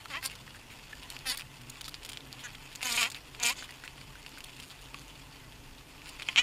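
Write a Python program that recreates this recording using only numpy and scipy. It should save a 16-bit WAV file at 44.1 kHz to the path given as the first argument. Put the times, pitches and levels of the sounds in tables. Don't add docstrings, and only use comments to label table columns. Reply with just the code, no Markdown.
import sys
import numpy as np
from scipy import signal
from scipy.io import wavfile

SR = 44100
rng = np.random.default_rng(int(sys.argv[2]) if len(sys.argv) > 2 else 0)


def transcribe(signal):
    frames = np.atleast_2d(signal).T
    limited = np.clip(frames, -1, 1)
    pcm = np.round(limited * 32767).astype(np.int16)
    wavfile.write(sys.argv[1], SR, pcm)


def linear_from_db(decibels):
    return 10 ** (np.asarray(decibels, float) / 20)


N = 283122


def rms_one(x):
    return x / np.sqrt(np.mean(x ** 2) + 1e-20)


def drift(rate_hz):
    r = np.exp(-80 * np.pi * rate_hz / SR)
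    noise = rng.standard_normal(N // 40 + 2002)
    slow = signal.lfilter([1], [1, -2 * r, r * r], noise)[2000:]
    return np.interp(np.arange(N) / 40, np.arange(len(slow)), rms_one(slow))


def in_time(rows):
    start_s, *columns = np.transpose(rows)
    return [np.interp(np.arange(N) / SR, start_s, column) for column in columns]


def resonate(x, hz, width_hz):
    r = np.exp(-np.pi * width_hz / SR)
    b = np.sqrt((1 - r * r) / 2) * np.array([1, 0, -1])
    return signal.lfilter(b, [1, -2 * r * np.cos(2 * np.pi * hz / SR), r * r], x + 1e-18)


def soften(x, hz):
    return signal.lfilter(*signal.butter(2, min(hz, 20000), fs=SR), x + 1e-18)


def trim(x):
    return signal.sosfilt(signal.cheby2(10, 40, 15850, fs=SR, output="sos"), x)


def air_and_hiss():
    # pitch_hz [Hz], width_hz [Hz], level_db [dB rms]
    box_air = [(26, 4.5, -63), (47.4, 4.9, -60), (91, 26, -64), (135, 15.4, -61.5), (279, 34, -64.5),
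               (403, 175, -67), (882, 39, -68)]
    hiss_db, hiss_tilt_hz = -58.5, 2830
    out = np.zeros(N)
    for hz, width_hz, db in box_air:
        out += linear_from_db(db + 1.9 * drift(1.8)) * resonate(rng.standard_normal(N), hz, width_hz)
    r = np.exp(-2 * np.pi * hiss_tilt_hz / SR)
    hiss = signal.lfilter([1], [1, -r], rng.standard_normal(N))
    return out + linear_from_db(hiss_db) * rms_one(hiss)


def hum():
    # start_s [s], pitch_hz [Hz], level_db [dB]
    fanning = [(0.0, 134.6, -59), (0.16, 101, -64), (0.39, 141.2, -60), (0.45, 112.6, -58.5),
               (1.5, 133.8, -64), (1.64, 115, -52), (1.93, 141.7, -56.5), (2.54, 118.7, -54.5),
               (2.75, 149, -65), (2.81, 123, -66.5), (5.13, 135, -60), (5.7, 116.8, -60),
               (6.02, 146.8, -62), (6.42, 135, -69)]
    pitch_hz, level_db = in_time(fanning)
    phase = 2 * np.pi * np.cumsum(pitch_hz * (1 + 0.0499 * drift(15.0))) / SR
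    tone = np.sin(phase) + 0.56 * np.sin(2 * phase)
    return linear_from_db(level_db - 2.0 + 3.89 * drift(6)) * tone


def rustle():
    # start_s [s], level_db [dB]
    bustle = [(0, -50), (.6, -54), (1.1, -49.5), (1.55, -54.5), (2.45, -50.5), (2.7, -52.5), (3.2, -53),
              (3.3, -53), (3.7, -50.5), (4.1, -53), (5.1, -53), (5.85, -57), (6.1, -51), (6.42, -45)]
    level_db, = in_time(bustle)
    upper_db = -9
    sizes = linear_from_db(4.06 * np.minimum(rng.exponential(1, N), 5)) * rng.choice([-1, 1], N)
    steps = rng.random(N) < 5000 * linear_from_db(3.0 * drift(30)) / SR
    feet = linear_from_db(level_db + 0.16 * drift(8.4)) * rms_one(sizes * steps)
    return np.outer(linear_from_db([-8.5, 0, upper_db + 6.5, upper_db + 1, upper_db - 6]), feet)


def touches():
    # start_s [s], peak_db [dB], spot_hz [Hz]
    taps = [(0.0575, -29, 1300), (0.2287, -28.5, 1960), (0.478, -36, 1830), (0.9316, -38, 2300),
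            (1.063, -46, 2630), (1.166, -27.5, 2780), (1.882, -33, 1340), (1.943, -25.5, 4770),
            (1.9502, -36, 4400), (2.0248, -40, 2520), (2.1727, -25, 3334), (2.552, -31.5, 3300),
            (2.758, -22, 6940), (3.1463, -27, 3880), (3.1485, -30, 3000), (3.3487, -34.5, 2714),
            (3.625, -29.5, 1535), (3.6554, -42, 2500), (3.692, -34, 1920), (3.838, -32, 1600),
            (3.8778, -28, 2700), (3.981, -36, 2830), (4.155, -36, 1510), (4.2635, -29.5, 2810),
            (4.3744, -35, 1510), (4.9443, -27.5, 2640), (6.229, -30, 3300), (6.0189, -37.5, 2370),
            (6.1982, -29, 2500), (6.2075, -33, 2447), (6.221, -25.5, 2340), (6.2235, -27, 3330),
            (6.355, -39, 2500), (6.33, -38, 2500)]
    # start_s [s], peak_db [dB], spot_hz [Hz], upper_db [dB re peak]
    ticks = [(0.257, -29.5, 2820, 2.5), (0.3538, -35.5, 4800, -4.5), (1.0317, -34, 3300, -9.5),
             (1.3723, -35, 2486, 2.5), (1.3563, -38, 4500, -6), (1.386, -33, 1820, -2.5),
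             (1.396, -28.5, 2600, -7.5), (1.404, -32, 3500, -16), (1.4093, -28.5, 2700, -13),
             (1.42, -32, 2600, -19), (1.6158, -37.5, 2850, -9), (1.697, -43, 4750, 8.5),
             (1.8106, -28, 3150, -4), (1.8805, -30.5, 3220, -3.5), (1.889, -42, 4540, 2),
             (2.032, -35.5, 3250, -7.5), (2.0492, -30.5, 3300, -6.5), (2.06, -33, 3320, -7),
             (2.091, -27.5, 3286, -4), (2.0989, -29.5, 3200, -9), (2.1183, -33, 3130, -8),
             (2.1324, -29, 3300, -11), (2.752, -31.5, 2743, -6), (3.101, -25.5, 7030, -9),
             (3.117, -31.5, 2500, -3.5), (3.3998, -21.5, 6900, -18), (3.7077, -34, 2030, -7),
             (4.2895, -50, 3000, 2.5), (4.3828, -33.5, 2407, -6), (4.4056, -31.5, 2800, -11),
             (4.4407, -31.5, 3376, -4), (4.5654, -37.5, 2600, -6), (4.6001, -30.5, 3120, -12),
             (6.0798, -38, 2424, -6.5), (6.0908, -33, 2900, -5)]
    # start_s [s], peak_db [dB], spot_hz [Hz]
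    scrapes = [(0.299, -28, 2795), (.3197, -36, 2160), (0.5468, -34, 1840), (0.7043, -32.5, 2328),
               (0.719, -38, 2500), (1.1036, -29.5, 2920), (1.8439, -25.5, 4400), (2.3934, -29, 3300),
               (2.7165, -35, 2790), (2.809, -29, 2600), (2.816, -25, 2700), (3.1543, -27, 2600),
               (3.5824, -30.5, 2560), (3.63, -29, 3500), (3.8401, -32, 2040), (4.583, -35, 2700),
               (4.6247, -33, 2830), (4.7, -31.5, 4510), (4.782, -41, 3680), (6.059, -32, 2820),
               (6.1753, -47, 2830)]
    # start_s [s], peak_db [dB], spot_hz [Hz], upper_db [dB re peak]
    slaps = [(.156, -30, 2560, -14), (.1705, -31, 2700, -12), (1.2688, -28, 3370, -8),
             (1.2972, -27, 3300, -7), (2.9245, -21, 6900, -8), (2.977, -22, 2400, -10),
             (3.0297, -16, 2700, -12), (3.0587, -24, 2300, -14), (3.4292, -15, 7000, -14),
             (3.4333, -9, 6900, -14), (3.4375, -11, 6900, -13), (3.497, -20, 3200, -8)]
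    rows = [(*row, -17, 0.012) for row in taps]
    rows += [(*row, 0.012) for row in ticks]
    rows += [(*row, -13.5, 0.046) for row in scrapes]
    stray_count = 26
    for k, (when, loud, pitch) in enumerate(rng.random((stray_count, 3))):
        start_s = (k + when) * 6.3 / stray_count
        rows.append((start_s, -38.5 + 7 * (loud - .5), 2800 * 2 ** (pitch - .5), -21, 0.027))
    return rows + [(*row, .005) for row in slaps]


def claws():
    clean_tap_s, crack_db, crack_width_hz = 0.035, -1, 2400
    spot, blows = np.zeros(N), np.zeros((5, N))
    rows, reach = touches(), np.ones((5, 2000))
    reach[3:, 0] = .45
    chance = rng.standard_normal((len(rows), 2, 2000))
    for (s, db, hz, upper_db, dying_s), (sizes, marks) in zip(rows, chance):
        at = int(s * SR)
        age = np.arange(2000) / SR / np.clip(dying_s, .005, .06)
        drag = linear_from_db(.4 * upper_db + 3)
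        slips = sizes * np.where(marks > 2.1, 2.2, .35)
        spray = drag * slips * np.minimum(age / 0.71, 1) * linear_from_db(-60 * age ** 2)
        spray[0] = np.clip(3.4 - 1.6 * drag, 1.2, 3.2) * min(clean_tap_s / dying_s, 1) ** 2
        spray = linear_from_db(db) * spray
        spot[at:at + 2000] += linear_from_db(1.5) * resonate(spray, hz, .11 * hz)
        spot[at:at + 2000] += linear_from_db(crack_db) * resonate(spray, hz, crack_width_hz)
        family_db = [[-18], [-8], [upper_db + 12], [upper_db + 11.5], [upper_db + 8.0]]
        blows[:, at:at + 2000] += linear_from_db(family_db) * spray * reach
    return spot, blows


def wing_blows():
    # start_s [s], body_db [dB], beat_hz [Hz], upper_db [dB re body], upstroke [share 0-1]
    brushes = [
        [(.102, -42.5, 307, -10, 0.2), (.133, -40, 258.7, -11, 0.26), (.152, -38.5, 278, -28, 0.8),
         (.176, -43, 329, -14, 1), (.203, -62, 340, -24, 1)],
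        [(.226, -42.5, 262, -13, 0.23), (.258, -35, 266.2, -5, 0.6), (.285, -54, 273, -10, 0.23)],
        [(2.438, -48, 246, 6, 0.74), (2.46, -41.5, 244, -2.5, 0.2), (2.472, -47, 229, -11, 0.3)],
        [(3.555, -44.5, 247, -6, 0.42), (3.585, -47.5, 251.4, 9, 0.4), (3.638, -51.5, 250, 4, 0.5),
         (3.66, -60, 254.4, -8, 0.5)],
        [(6.287, -18.5, 176, -15, 0.3), (6.293, -27, 177, -20, 0.3), (6.312, -58, 175, -22, 0.2),
         (6.34, -74, 171.3, -9, .2)],
    ]
    short_press = [(1.256, -39.5, 266.4, -10, 0.23), (1.272, -33, 261.4, -4, 0.26),
                   (1.295, -38.5, 255.2, 3, 0.37), (1.31, -34.5, 247, -0.5, 0.45),
                   (1.331, -36, 277.5, -6, 0.41), (1.338, -44, 276, -6, 0.29), (1.35, -43, 283, -3, 0.42)]
    long_press = [(2.829, -28.5, 259, -2.5, 0.2), (2.84, -45, 258.8, 7.5, 0.15),
                  (2.856, -31, 252.2, 0.5, 0.45), (2.889, -32.5, 246.2, 0, 0.51),
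                  (2.908, -28.5, 237, -0.5, 0.32), (2.928, -34, 231.3, 7.5, 0.44),
                  (2.945, -27, 237, -5.5, 0.37), (2.968, -37.5, 228, 9.5, 0.94),
                  (2.9752, -26, 228, -10, 0.7)]
    hard_press = [(3.392, -46, 240, -14, 0.45), (3.413, -36, 241, -14, 0.36), (3.426, -39, 240, 0, 0.25),
                  (3.4395, -42, 238, 0, .1), (3.4415, -28.5, 237, -3, 1), (3.468, -28, 236, 2, .8),
                  (3.497, -28.5, 240, -1, 0.65), (3.521, -35.5, 284, 0, 0.5), (3.536, -48, 288, -2, 0.65)]
    last_press = [(6.3603, -21.5, 178, -17, .1), (6.366, -28, 183, -18, .1), (6.3715, -21.5, 194, -16, .1),
                  (6.377, -17, 216, -17, .45), (6.387, -14.5, 233, -18, .8), (6.396, -18.5, 243, -15, .8),
                  (6.404, -24, 250, -15, .7), (6.412, -33, 250, -13, .6), (6.42, -35, 246, -12, .5)]
    regrip = [(2.977, -26, 243.2, -8, 1), (3.002, -27, 240, -5, 1), (3.022, -27.5, 227, -1.5, 0.91),
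              (3.04, -29, 226.6, -2.5, 1), (3.055, -29, 230.7, -17, 1), (3.072, -37, 259.7, -3, 0.42),
              (3.092, -48, 294, -1, 0.68)]
    # spot_hz [Hz], spot_db [dB re body], low_db [dB re body],
    # thin_db [dB re upper ring], top_db [dB re upper ring]
    wing_spots = [
        (2000, 0.5, 1, 4, -5),
        (1600, -15, -5, 11.5, 9),
        (1680, 2.5, -14, 0, -15),
        (2600, -28, -5, 1.5, -20),
        (5440, -20, -13.5, -12, -28),
        (1920, -3, -6, 8, 0),
        (2140, -7, -7, 1, -8.5),
        (2600, -4, -6, -1, -9),
        (5460, -14, -15.5, -3, -17),
        (2600, -7, -5, 1, -8),
    ]
    wing_rough = [.33, .5, .2, .7, .15, .3, .4, .38, .12, .38]
    cracks = [-8, -9, -12, -9, -10, -14, -9, -7.5, 2, -9]
    crack_hz, crack_width_hz = 2700, 1114
    low_lingers = 0.34
    full_rough_upstroke, beat_waver = .4, .015
    spots, blows, unsteady = np.zeros(N), np.zeros((5, N)), drift(36)
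    bursts = brushes + [short_press, long_press, hard_press, last_press, regrip]
    for rows, place, rough, crack_db in zip(bursts, wing_spots, wing_rough, cracks):
        spot_hz, spot_db, low_db, thin_db, top_db = place
        s, *columns = np.transpose(rows)
        span = np.arange(int(s[0] * SR), min(int(s[-1] * SR), N))
        body_db, beat, upper_db, upstroke = [np.interp(span / SR, s, c) for c in columns]
        rough = rough * np.clip(upstroke / full_rough_upstroke, .3, 1.15)
        beat = beat * (1 + beat_waver * rough * unsteady[span])
        strokes = 2 * np.cumsum(beat) / SR
        at = np.flatnonzero(np.diff(strokes.astype(int), prepend=-1))
        down = strokes[at].astype(int) % 2 == 0
        lateness, force = np.clip(rng.standard_normal((2, 300)), -1.6, 1.6)[:, :len(at)]
        stroke_size = np.sqrt(SR / beat[at])
        even, slaps = np.zeros((2, len(span)))
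        even[at] = down * stroke_size * linear_from_db(rough[at] * 3 * force)
        late = np.clip(at + (rough[at] * 6 * lateness).astype(int), 0, len(span) - 1)
        slaps[late] = np.where(down, 1, np.clip(upstroke[at], 0, 1)) * stroke_size * linear_from_db(rough[at] * 6.5 * force)
        rasp = rng.standard_normal(15000)[:len(span)] * np.exp(-2.5 * (strokes % 1)) * 2.2
        low_db = low_db + low_lingers * (body_db.max() - body_db - 9.5)
        feeds = [(low_db, even, .5), (0, slaps, 1), (upper_db + thin_db, slaps, 1.4),
                 (upper_db, slaps, 1.3), (upper_db + top_db, slaps, 1.6)]
        for family, (db, hits, rasp_share) in enumerate(feeds):
            mix = np.minimum(rough * rasp_share, 1)
            blows[family, span] += linear_from_db(body_db + db - 3.5) * (np.sqrt(1 - mix ** 2) * hits + mix * rasp)
        ringing = resonate(np.pad(blows[1, span], (0, 400)), spot_hz, .1 * spot_hz)[:N - span[0]]
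        spots[span[0]:span[0] + len(ringing)] += linear_from_db(spot_db) * ringing
        crack = resonate(linear_from_db(body_db + crack_db - 15) * slaps, crack_hz, crack_width_hz)
        spots[span] += resonate(crack, crack_hz, crack_width_hz)
    return spots, blows


def plucks():
    # start_s [s], level_db [dB], pitch_hz [Hz]
    strands = [
        (.9296, -19, 1740),
        (.9319, -21, 1740),
        (.548, -28, 1560),
        (4.945, -21, 1130),
    ]
    out = np.zeros(N)
    for s, db, hz in strands:
        at = int(s * SR)
        out[at:at + 2000] += linear_from_db(db) * resonate(np.arange(2000) == 0, hz, 84)
    return out


def flicks():
    # start_s [s], length_s [s], level_db [dB]
    runs = [(0.718, 0.029, -41), (1.102, 0.0066, -21.5), (1.19, .004, -32), (2.272, 0.0034, -39),
            (2.328, 0.0032, -29.5), (4.55, 0.0039, -43), (4.608, .004, -45), (4.6262, 0.054, -32.5),
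            (4.681, 0.045, -36), (4.815, 0.041, -33.5), (4.893, 0.025, -50), (4.9878, .06, -36.5),
            (5.081, 0.032, -36), (6.045, .035, -39)]
    beat_hz, fade_db, upper_db = 154, -11, 5
    tips = np.zeros(N)
    for (s, length, db), (lateness, force) in zip(runs, rng.standard_normal((len(runs), 2, 12))):
        age = np.arange(0, length, 1 / beat_hz)[:12]
        late = .0004 * lateness[:len(age)] * (age > 0)
        at = ((s + age + late) * SR).astype(int)
        tips[at] = linear_from_db(db + fade_db * age / length + 2.0 * force[:len(age)])
    return np.outer([0, 0, linear_from_db(upper_db + 3.5), linear_from_db(upper_db), 1], tips)


def ring_family(blows, family, swell_db):
    total = np.sqrt(np.sum(linear_from_db(np.array(family)[:, 2]) ** 2))
    rings = [resonate(blows * linear_from_db(db + swell_db * drift(20.2)), hz, width_hz) for hz, width_hz, db in family]
    return (sum(rings[::2]) - sum(rings[1::2])) / total


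def housing(blows):
    # pitch_hz [Hz], width_hz [Hz], level_db [dB]
    low = [(237, 150, 0.5), (678, 250, 6), (1019, 71, 8.5), (1103, 96, 7.5), (1510, 210, 4), (510, 130, -8),
           (1830, 170, 8.5)]
    body = [(1974, 21, -0.5), (2092, 81, 3.5), (2520, 490, 14.5), (2820, 310, 13.5), (3050, 120, 9),
            (3320, 117, 7)]
    thin = [(3620, 460, 4.5), (4400, 210, 8.8), (4407, 400, 12.4), (5760, 1360, 2.54)]
    upper = [(6380, 1020, 3.7), (7104, 1900, 2.66)]
    top = [(9400, 600, 0), (10400, 800, -4), (12700, 900, -4), (14200, 1000, -8), (15500, 900, -9)]
    soft_hz = [2500, 4400, 7600, 10800, 16400]
    wander_db = [2.8, 1.6, 2, 2, 2]
    families = zip(blows, (low, body, thin, upper, top), soft_hz, wander_db)
    return sum(ring_family(soften(force, hz), family, swell_db) for force, family, hz, swell_db in families)


def scene():
    background = trim(air_and_hiss()) + hum()
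    feet = rustle()
    claw_spots, claw_force = claws()
    wing_spots, wing_force = wing_blows()
    strands = plucks()
    rings = housing(claw_force + trim(wing_force + feet + flicks()))
    spots = soften(wing_spots, 6750) + soften(claw_spots, 3820)
    return (rings + spots + strands + background)[None]


def low_pass(x):
    return signal.sosfilt(signal.butter(12, 16310, fs=SR, output="sos"), x)


def record(dry):
    mix = signal.sosfilt(signal.cheby2(12, 50, 16350, fs=SR, output="sos"), dry)
    return low_pass(mix)


dry = scene()
out = record(dry)
transcribe(out)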